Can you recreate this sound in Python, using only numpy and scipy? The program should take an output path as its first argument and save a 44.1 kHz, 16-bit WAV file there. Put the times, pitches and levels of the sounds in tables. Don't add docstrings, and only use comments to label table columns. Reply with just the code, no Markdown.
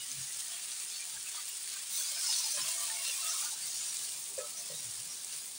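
import sys
import numpy as np
from scipy import signal
from scipy.fft import rfft, irfft
from scipy.io import wavfile

SR = 44100
rng = np.random.default_rng(int(sys.argv[2]) if len(sys.argv) > 2 else 0)


def log_audio(samples):
    frames = np.atleast_2d(samples).T
    limited = np.clip(frames, -1, 1)
    pcm = np.round(limited * 32767).astype(np.int16)
    wavfile.write(sys.argv[1], SR, pcm)


def attenuation_scalar(level_db):
    decades = np.asarray(level_db, float) / 20
    return 10 ** decades


N = 246078

# (frequency [Hz], level per Hz [dB])
ROOM_COLOUR = [(12, -46), (20, -12), (55, -6.5), (210, -1), (315, -7.5), (393, 0.5), (507, -6.5),
               (558, -2.5), (900, -0.5), (1170, -1.5), (1980, -120)]
# (time [s], level [dB])
ROOM_LEVEL = [(0.0, -71), (1.75, -71.5), (2.04, -70), (2.59, -71.5), (2.73, -69.5), (4.16, -65.5),
              (4.54, -65), (5.58, -67)]
# (frequency [Hz], rms level [dB])
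BURNER_HUM = [(248, -82), (301, -90.5), (403, -81.5)]
# (time of the top [s], level [dB], centre [Hz], length [s])
RUMBLES = [(0.0, -68, 141.4, 0.12), (0.204, -52.5, 133, 0.13), (1.155, -64, 145.3, 0.1),
           (2.304, -71.5, 189.6, .4), (2.63, -61.5, 145, 0.13), (2.968, -77, 159, .1),
           (3.37, -73.5, 157, 0.22), (3.64, -67.5, 150, 0.22), (4.006, -72, 145.7, 0.14),
           (4.403, -74, 128, .12), (4.713, -60, 156.5, 0.079), (4.754, -55, 150, 0.1),
           (4.884, -58.5, 112, 0.25), (5.0, -62, 114.5, 0.14), (5.075, -63, 173.5, 0.066),
           (5.38, -68, 148.7, 0.16)]
# (time of the top [s], frequency [Hz], rms level [dB], swell [s], fade [s])
THUMPS = [(.125, 258, -63, .04, .035), (2.6, 290, -64, .03, .05), (2.61, 200, -67, .03, .05),
          (2.99, 2756, -50, .03, .06), (3.47, 1195, -56, .06, .03), (3.78, 72, -71, .04, .05),
          (3.97, 75, -74, .03, .04), (4.325, 405, -61, .025, .025), (4.44, 1290, -52, .048, .037),
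          (1.2, 75, -70, .04, .05), (.38, 125, -70, .04, .04), (1.93, 195, -70, .04, .04),
          (2.68, 80, -72, .03, .03), (4.6, 590, -65, .03, .04), (4.82, 575, -69, .04, .05),
          (4.49, 1290, -57, .012, .01), (4.555, 1290, -62, .025, .025), (4.61, 690, -64, .04, .05)]
# (time [s], peak level [dB])
BOWL_KNOCKS = [
    (4.3775, -25),
    (4.6978, -37.5),
]
# (frequency [Hz], level [dB], time to fall 60 dB [s])
BOWL_MODES = [(595, 6.5, 0.17), (522, 5.5, 0.04), (480, -9, 0.35), (450, -8, 0.034), (402, -12.5, 0.15),
              (646, -15, 0.27), (90.2, -24, 0.13)]
# (time [s], peak level [dB])
DROPLETS = [(0.1516, -38.5), (0.2319, -43), (0.8046, -42), (1.1568, -37), (1.4885, -32), (1.6287, -41),
            (1.7709, -41), (1.925, -35), (1.961, -25), (1.9954, -28), (2.1181, -34), (2.1914, -35),
            (2.2692, -39), (2.4224, -39), (2.8315, -30), (3.0385, -39), (3.1422, -38), (3.243, -32),
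            (3.3867, -38), (3.7454, -39), (4.1594, -41), (4.1932, -37), (4.7511, -34)]
# (time [s], centre [Hz], rms level [dB], time to fall 60 dB [s])
POPS = [(.535, 3300, -50, .05), (1.005, 2200, -56, .08), (1.165, 1800, -52, 0.07), (1.345, 1000, -52, .15),
        (1.385, 1300, -58, .1), (1.674, 1870, -51, .08), (1.764, 1595, -56, .06), (2.328, 4300, -43, 0.074),
        (2.364, 5000, -48, .05), (2.385, 5500, -41, .1), (2.575, 1390, -50, 0.11), (3.048, 3900, -52, 0.22),
        (4.09, 4300, -47, .04), (4.12, 4200, -44, .04), (4.385, 1310, -56, 0.42), (4.385, 2400, -52, 0.092),
        (5.2476, 8000, -40, 0.011), (2.409, 5000, -46, 0.17)]
# (time [s], peak level [dB], centre [Hz])
FAT_SPITS = [(0.1165, -22, 6370), (0.1526, -28, 9470), (0.2155, -26, 8790), (0.3239, -27, 8530),
             (0.3317, -26, 8270), (0.3714, -25, 9040), (0.4833, -25, 8700), (0.6586, -28, 9650),
             (0.7179, -27, 4650), (0.7331, -27, 6030), (0.8492, -24, 9040), (0.9008, -27, 6290),
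             (1.0076, -24, 8610), (1.1277, -28, 9220), (1.2105, -28, 5860), (1.2293, -24, 8610),
             (1.4283, -26, 8700), (1.4556, -25, 9040), (1.5164, -26, 8790), (1.5698, -28, 8700),
             (1.6929, -26, 4480), (1.7005, -27, 8790), (1.7399, -26, 9220), (1.8283, -28, 7490),
             (1.8953, -25, 9130), (2.5222, -22, 8530), (2.6171, -21, 6980), (2.8085, -22, 6630),
             (2.8548, -24, 8960), (3.0518, -23, 3960), (3.2836, -22, 6030), (3.5237, -25, 8610),
             (3.5764, -25, 7840), (3.6816, -23, 5510), (3.7908, -25, 5680), (3.9695, -21, 6720),
             (3.9929, -26, 5340), (4.0933, -26, 8270), (4.1208, -27, 8440), (4.2411, -25, 8870),
             (4.387, -24, 8530), (4.6593, -26, 8870), (4.8061, -26, 9040), (4.9119, -26, 9390),
             (4.9388, -26, 8270), (5.0015, -26, 5770), (5.0582, -29, 7840), (5.1557, -28, 9300),
             (5.1737, -28, 8530), (5.2468, -21, 8440), (5.3706, -28, 8530), (5.3839, -28, 8960),
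             (5.4787, -29, 9040),
             (1.9174, -27, 9170), (2.0264, -24, 6240), (2.2134, -24, 5120), (2.2634, -21, 5240),
                (2.3274, -22, 3800), (2.3634, -22, 5450), (2.3854, -22, 6040), (2.4454, -22, 5080)]
PAN_NOTES = [587, 689, 770, 888, 996, 1093, 1190, 1260, 1443, 1585, 1850, 2190, 2400, 2573, 2756, 3130,
             3408, 3800, 3980, 4250, 4387, 4570, 4740, 5152, 5300, 5660, 5980, 6234, 6600, 7700]
# (time of the top [s], frequency [Hz], rms level [dB], length [s])
GURGLES = [(.52, 691, -61, 0.093), (1.173, 1620, -51, 0.02), (1.37, 970, -58.5, 0.073),
           (1.39, 1217, -48, 0.03), (1.771, 1540, -51, 0.018), (2.009, 1560, -50, 0.016),
           (2.183, 1543, -52, 0.057), (2.252, 1445, -56, .066), (2.299, 887, -49, 0.022),
           (2.31, 990, -57.5, 0.099), (2.461, 882, -54, 0.071), (2.41, 987, -58.5, 0.076),
           (2.566, 592, -51, 0.063), (2.589, 1650, -49.5, 0.046), (2.595, 1040, -48.5, 0.063),
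           (2.676, 635, -55, 0.069), (2.81, 683, -57, 0.22), (2.82, 1162, -49.5, 0.093),
           (2.83, 1010, -55, .06), (2.908, 1800, -44.5, 0.025), (2.93, 882, -51.5, 0.11),
           (3.02, 1096, -57, 0.092), (2.98, 684, -57.5, 0.14), (3.2, 1087, -51, 0.04),
           (3.27, 680, -57, 0.14), (3.27, 1276, -47, 0.1), (3.355, 1268, -48.5, 0.048),
           (3.325, 1404, -52, 0.033), (3.41, 1185, -55, .06), (3.365, 1080, -53, 0.069),
           (3.445, 893, -52, 0.043), (3.475, 1440, -48, 0.051), (3.538, 886, -56, 0.047),
           (4.405, 1713, -55, 0.041), (4.737, 1905, -60, 0.091)]
WHISTLES = [(.017, 2910, -47.5, 0.065), (.545, 3230, -47.5, 0.027), (.96, 4450, -46, 0.06),
            (1.018, 2370, -48, 0.05), (1.277, 2580, -48, 0.034), (1.376, 3290, -52, 0.066),
            (1.718, 3920, -58, 0.1), (1.955, 5960, -45, 0.055), (2.015, 4430, -44.5, 0.078),
            (2.015, 6200, -44, 0.16), (2.035, 3400, -49, 0.087), (2.188, 2390, -51, 0.06),
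            (2.252, 4480, -42, 0.046), (2.28, 5760, -44.5, 0.12), (2.275, 5200, -35, 0.03),
            (2.31, 5105, -31, 0.026), (2.24, 5040, -42, 0.034), (2.38, 4400, -43, .05),
            (2.39, 6060, -41.5, 0.093), (2.47, 5980, -45, 0.12), (2.54, 6120, -42, 0.072),
            (2.58, 2525, -52, 0.085), (2.595, 3979, -43.5, 0.046), (2.62, 5300, -36, 0.031),
            (2.995, 2190, -50, 0.084), (3.08, 4210, -43.5, 0.078), (3.095, 2755, -40, 0.064),
            (3.06, 2735, -44, 0.04), (3.305, 6200, -36, 0.028), (3.815, 7000, -41.5, .05),
            (4.79, 3830, -49.5, 0.043), (5.114, 5680, -48, 0.055)]
SPLASHES = [(1.95, 3800, -48, 0.056), (2.07, 4740, -47, 0.058), (2.19, 5140, -43, 0.091),
            (2.34, 3805, -38, 0.023), (2.34, 4450, -37, 0.027), (2.385, 5350, -39, 0.046),
            (2.21, 5300, -53, .05), (2.45, 5120, -36, 0.028), (2.47, 4220, -43, 0.035),
            (4.4, 2490, -54.5, 0.046)]
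FAINT_NOTES = [(0.167, 2390, -53.5, 0.061), (0.305, 2000, -53, 0.06), (0.34, 3500, -59, 0.047),
               (0.431, 1900, -55, 0.033), (0.557, 2000, -65, 0.041), (1.003, 1860, -62, 0.038),
               (1.12, 900, -60.5, 0.093), (3.43, 1350, -48, 0.018), (1.395, 2004, -53, 0.067),
               (1.518, 2830, -50, 0.051), (1.692, 1490, -60, 0.049), (1.692, 2350, -62, 0.041),
               (1.766, 1186, -60, 0.059), (1.804, 1830, -58, 0.038), (1.995, 565, -62, 0.053),
               (1.997, 1070, -60, 0.049), (2.007, 2420, -51, 0.042), (2.026, 3370, -56, 0.076),
               (2.13, 2190, -53, 0.058), (2.135, 595, -59, 0.065), (2.143, 3140, -45.5, 0.061),
               (2.186, 680, -58.5, 0.041), (2.254, 1094, -54, 0.038), (2.261, 2130, -51, 0.053),
               (2.307, 2890, -44, 0.037), (2.432, 1590, -61, 0.035), (2.469, 740, -58, 0.054),
               (2.589, 3150, -44, 0.032), (2.63, 1620, -62, 0.035), (2.656, 2280, -59, 0.035),
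               (2.66, 1144, -51, 0.029), (2.707, 1003, -51.5, 0.065), (2.831, 3110, -45, 0.04),
               (3.093, 3000, -44, 0.038), (3.094, 560, -57.5, 0.041), (3.114, 3460, -44, 0.065),
               (3.149, 2430, -44.5, 0.047), (3.23, 2710, -46, 0.061), (3.268, 3490, -40.5, 0.03),
               (3.274, 2760, -45, 0.064), (3.423, 2426, -49, 0.05), (3.663, 2090, -53, 0.062),
               (0.015, 3730, -48, 0.034), (0.035, 4930, -47, 0.041), (0.116, 6180, -44, 0.038),
         (0.193, 3980, -53, 0.036), (0.23, 6600, -41, 0.038), (0.46, 4240, -55, 0.05),
         (0.73, 5940, -47, 0.047), (0.803, 4350, -52, 0.061), (0.893, 5120, -48, 0.056),
         (0.991, 4540, -48, 0.036), (1.39, 4570, -47, 0.047), (1.705, 4380, -47, 0.066),
         (1.713, 4000, -55, 0.073), (2.08, 5920, -49, 0.046), (2.503, 5950, -53, 0.056),
         (2.602, 4410, -47, 0.032), (2.79, 6700, -38, 0.035), (3.073, 3770, -44, 0.071),
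         (3.08, 5540, -44, 0.049), (3.271, 4540, -55, 0.064), (3.304, 5660, -47, 0.044),
         (3.41, 5120, -50, 0.025), (3.634, 4590, -42, 0.038), (3.766, 5600, -41, 0.047),
         (3.896, 5790, -39, 0.046), (4.394, 7820, -45, 0.047), (4.58, 5700, -44, 0.041),
         (4.593, 6220, -41, 0.038), (4.751, 3790, -46, 0.029), (4.789, 5660, -45, 0.035),
         (4.842, 5700, -46, 0.041), (5.111, 5210, -48, 0.071), (5.283, 5990, -50, 0.036),
         (5.376, 5230, -52, 0.047), (5.401, 4910, -51, 0.042)]
REGISTER_HZ = [2900, 5200, 8500, 13500]
BOIL_SHARE = [0.46, 0.98, 0.92, 1.18]
# (time [s], level [dB])
BOIL = [(0.0, -43), (0.4, -42), (0.7, -43.5), (1.3, -43), (1.62, -43.5), (1.89, -43.5), (1.95, -40),
        (2.3, -38.0), (2.75, -38), (3.05, -39.0), (3.2, -38), (3.45, -37.5), (3.58, -41), (4.1, -41.5),
        (4.3, -44.5), (4.9, -43.5), (5.48, -45), (5.58, -48)]
# (time of the top [s], lift [dB], centre [Hz], fade [s])
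FLASHES = [(.52, 2.5, 2893, 0.26), (.8, 2.5, 8485, .06), (.94, 2.5, 5200, .06), (1.3, 1.5, 2898, 0.12),
           (1.38, 3, 5200, .03), (1.5, 1.5, 13200, 0.058), (1.72, 3, 5200, .03), (1.721, 2.5, 2910, 0.067),
           (1.94, 7.5, 13460, .08), (1.98, 3, 5200, .25), (2.3, 4.5, 5200, .14), (2.6, 5, 2900, 0.15),
           (2.921, 3, 2897, .15), (3.08, 2.5, 3979, .03), (3.3, 3, 5766, .03), (3.68, 3, 5200, .12),
           (3.8, 2.5, 6996, .16), (3.95, 1.5, 6306, .12), (4.18, 2.5, 13770, 0.3), (4.26, 2, 8543, .03),
           (4.4, 2.5, 8472, .03), (4.599, 2, 5200, .12), (4.6, 1.5, 13260, .25), (5.301, 3.5, 2899, 0.089),
           (5.36, 4.5, 13220, 0.16)]
# (frequency [Hz], level per Hz [dB])
HISS_COLOUR = [(200, -51), (320, -32.5), (600, -20.5), (1300, -11.5), (2700, -4.5), (5000, 1.5), (7500, 3),
               (8900, 6.5), (10560, 0.5), (10640, -6), (12000, -10.5), (13900, -12.5), (15200, -2),
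               (15800, 1)]


def rms_one(x):
    return x / np.sqrt(np.mean(x ** 2) + 1e-20)


def in_time(rows):
    s, *columns = np.transpose(rows)
    return np.array([np.interp(np.arange(N) / SR, s, c) for c in columns])


def drift(rate):
    r = np.exp(-40 * np.pi * rate / SR)
    noise = rng.standard_normal(N // 20 + 3002)
    slow = signal.lfilter([1], [1, -2 * r, r * r], noise)[3000:]
    return np.interp(np.arange(N) / 20, np.arange(len(slow)), rms_one(slow))


def ring(clicks, hz, t60):
    r, w = attenuation_scalar(-60 / (t60 * SR)), 2 * np.pi * hz / SR
    return signal.lfilter([0, np.sin(w)], [1, -2 * r * np.cos(w), r * r], clicks + 1e-18)


def dying(clicks, t60):
    return signal.lfilter([1], [1, -attenuation_scalar(-60 / (t60 * SR))], clicks) * rng.standard_normal(N)


def coloured(x, points):
    hz = np.fft.rfftfreq(N, 1 / SR) + 1e-3
    point_hz, point_db = np.transpose(points)
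    gain_db = np.interp(np.log(hz), np.log(point_hz), point_db, left=-90, right=-90)
    return rfft(x) * attenuation_scalar(gain_db), hz


def octave_band(x, low_hz, high_hz):
    return signal.sosfilt(signal.butter(2, [low_hz, high_hz], "band", fs=SR, output="sos"), x)


def sung(rows, waver, flutter_db=3.5):
    out, level_drift, pitch_drift = np.zeros(N), drift(70), drift(40)
    for k, (top, hz, level_db, swell, fade) in enumerate(rows):
        at = np.arange(max(round((top - swell) * SR), 0), min(round((top + fade) * SR), N))
        t = at / SR - top
        arch = np.cos(np.pi / 2 * np.where(t < 0, t / swell, t / fade)).clip(0, 1)
        shape = arch ** np.where(t < 0, .3, .6)
        flutter_at = (at * (1 + int(hz / 2000)) + 7919 * k) % N
        flutter = rms_one(attenuation_scalar(flutter_db * level_drift[flutter_at]))
        bend = waver * pitch_drift[(at + 7919 * k) % N]
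        out[at] += attenuation_scalar(level_db + 1) * flutter * shape * np.sin(2 * np.pi * hz * t + bend + k)
    return out


def rumble_course():
    floor_db, edge_db = -86.5, 16
    t, (top, db, hz, length) = np.arange(N) / SR, np.transpose(RUMBLES)
    slopes = [d - 2 * edge_db * np.abs(t - s) / span for s, d, span in zip(top, db, length)]
    level_db = np.maximum(np.max(slopes, axis=0), floor_db + 4 * drift(5.5))
    return level_db, np.interp(t, top, hz)


def room():
    noise = irfft(coloured(rng.standard_normal(N), ROOM_COLOUR)[0], N)
    tone = attenuation_scalar(in_time(ROOM_LEVEL)[0] + 0.5) * rms_one(noise)
    hum = sum(attenuation_scalar(db) * rms_one(ring(rng.standard_normal(N), hz, 0.7)) for hz, db in BURNER_HUM)
    rumble_db, centre_hz = rumble_course()
    phase = 2 * np.pi * np.cumsum(centre_hz) / SR
    lumps = (1.9 + drift(35)) * np.sin(phase) + drift(40) * np.cos(phase)
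    return tone + hum + attenuation_scalar(rumble_db) * rms_one(lumps) + sung(THUMPS, waver=0.21)


def bowl():
    still_s = 0.096
    (first_s, _), (second_s, _) = BOWL_KNOCKS
    contact = np.zeros(N)
    for s, db in BOWL_KNOCKS:
        contact[round(s * SR)] = attenuation_scalar(db)
    contact += attenuation_scalar(-30) * dying(contact, .22)
    out = sum((-1) ** k * attenuation_scalar(db) * ring(contact, hz, t60) for k, (hz, db, t60) in enumerate(BOWL_MODES))
    t = np.arange(N) / SR
    since = t - np.where(t < second_s, first_s, second_s - .05)
    out = out * np.clip((still_s + .015 - since) / 0.013, .15, 1)
    return ring(out, 482, 0.016) * attenuation_scalar(-42.5)


def droplets():
    s, db = np.transpose(DROPLETS)
    clicks = np.zeros(N)
    clicks[(s * SR).astype(int)] = attenuation_scalar(db - 14)
    return ring(dying(clicks, 0.039), 15400, .003)


def pops():
    out, t = np.zeros(N), np.arange(6000) / SR
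    for s, hz, level_db, t60 in POPS:
        spray = rng.standard_normal(len(t)) * rng.exponential(1, len(t))
        spray = rms_one(octave_band(spray, hz * 2 ** -.5, hz * 2 ** .5))
        out[round(s * SR):][:len(t)] += attenuation_scalar(level_db - 60 * t / t60) * spray
    return out


def spits():
    rise_s = .0002
    out, t = np.zeros(N), np.arange(130) / SR
    shape = t / rise_s * np.exp(1 - t / rise_s)
    for s, peak_db, hz in FAT_SPITS:
        at = round((s - rise_s) * SR)
        wavelet = np.sin(2 * np.pi * hz * t) + 0.47 * np.sin(2 * np.pi * 0.72 * hz * t)
        out[at:at + len(t)] += (attenuation_scalar(peak_db - 2.5) * shape * wavelet)[:N - at]
    return octave_band(out, 3000, 13000)


def singing(rows, longer=1, extra_db=0):
    swell = 0.48 * longer
    fade = (1 - 0.48) * longer
    notes = [(s, hz, db + extra_db, swell * length, fade * length) for s, hz, db, length in rows]
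    return sung(notes, waver=0.9)


def register_db(swell_db, hz):
    place = np.interp(np.log(hz), np.log(REGISTER_HZ), np.arange(4))
    low = min(int(place), 2)
    return swell_db[low] + (place - low) * (swell_db[low + 1] - swell_db[low])


def vigour():
    rise_s, width_octaves = .05, .5
    pour_end_s, drowned_db = 4, -1.9
    t, boil_db = np.arange(N) / SR, in_time(BOIL)[0]
    swell_db = np.outer(BOIL_SHARE, boil_db)
    for top, lift_db, hz, fade in FLASHES:
        reach = np.exp(-(np.log2(np.array(REGISTER_HZ) / hz) / width_octaves) ** 2)
        shape = np.clip(np.minimum(1 + (t - top) / rise_s, 1 - (t - top) / (2 * fade)), 0, 1)
        swell_db += lift_db * np.outer(reach, shape)
    swell_db[0] += drowned_db * np.clip((t - pour_end_s) / 0.045, 0, 1)
    return swell_db - swell_db.mean(axis=1, keepdims=True)


def pan_modes(swell_db, count, over_db, spread_db, length):
    chance = rng.random((count, 6))
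    busy = np.cumsum(attenuation_scalar(1.5 * swell_db[1]))
    at = np.searchsorted(busy, chance[:, 0] * busy[-1]).clip(0, N - 1)
    strong = np.array(PAN_NOTES)[(chance[:, 1] * len(PAN_NOTES)).astype(int)]
    weak = 500 + 9500 * chance[:, 1] ** 2
    hz = np.where(chance[:, 2] < .3, strong, weak)
    colour_hz, colour_db = np.transpose(HISS_COLOUR)
    level_db = np.interp(np.log(hz), np.log(colour_hz), colour_db) + over_db
    level_db -= spread_db * np.log(1 - .95 * chance[:, 3])
    level_db += [register_db(swell_db[:, i], f) for i, f in zip(at, hz)]
    swell, fade = length * (.3 + chance[:, 4]), length * (.5 + 1.5 * chance[:, 5])
    return sung(np.c_[at / SR, hz, level_db, swell, fade], waver=0.12)


def grains(per_s, spread_db):
    sizes = attenuation_scalar(spread_db * np.minimum(rng.exponential(1, N), 3.9)) * rng.choice([-1, 1], N)
    return rms_one(sizes * (rng.random(N) < per_s / SR))


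def frying(swell_db, crackle, together_db, near_db, own_db):
    clumps = attenuation_scalar(3 * drift(45))
    wide = grains(1500 * clumps, spread_db=4.0)
    spectra = []
    for per_s, spread_db in ((3115, 3.8), (2600, 2.4), (500, 4)):
        swarm = .5 * wide + 0.62 * grains(per_s * clumps, spread_db)
        mix = np.sqrt(1 - crackle) * rng.standard_normal(N) + np.sqrt(crackle) * swarm
        spectra.append(coloured(mix, HISS_COLOUR))
    out, together, near = np.zeros(N), drift(22), [drift(14) for k in range(7)]
    for k, centre in enumerate(250 * 2 ** (np.arange(19) / 3)):
        spectrum, hz = spectra[int(centre > 5500) + int(centre > 11000)]
        share = np.cos(np.pi / 2 * np.clip(3 * np.log2(hz / centre), -1, 1)) ** 1.5
        own = own_db * (1 + 1.7 * (centre > 11000)) * drift(16.0)
        flicker_db = together_db * together + near_db * near[k // 3] + own
        out += attenuation_scalar(register_db(swell_db, centre) + flicker_db) * irfft(spectrum * share, N)
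    return attenuation_scalar(-39.5) * rms_one(out)


def scene():
    swell_db = vigour()
    hiss_db = swell_db - .35 * np.maximum(swell_db - 3, 0) * [[1], [1], [0], [0]]
    pan = frying(hiss_db, crackle=0.61, together_db=0.52, near_db=0.5, own_db=0.34)
    pan = pan + pan_modes(swell_db, count=2400, over_db=-58.5, spread_db=1.9, length=.024)
    pan = pan + singing(GURGLES) + singing(WHISTLES) + singing(SPLASHES)
    pan = pan + singing(FAINT_NOTES, longer=1.2, extra_db=-3.5)
    pan = pan + spits() + droplets() + pops()
    return np.tile(pan + bowl() + room(), (2, 1))


def band_limit(x):
    return signal.sosfilt(signal.butter(12, 17060, fs=SR, output="sos"), x)


def record(dry):
    low_pass = signal.ellip(12, .3, 70, 15745, fs=SR, output="sos")
    return band_limit(signal.sosfilt(low_pass, dry))


dry = scene()
out = record(dry)
log_audio(out)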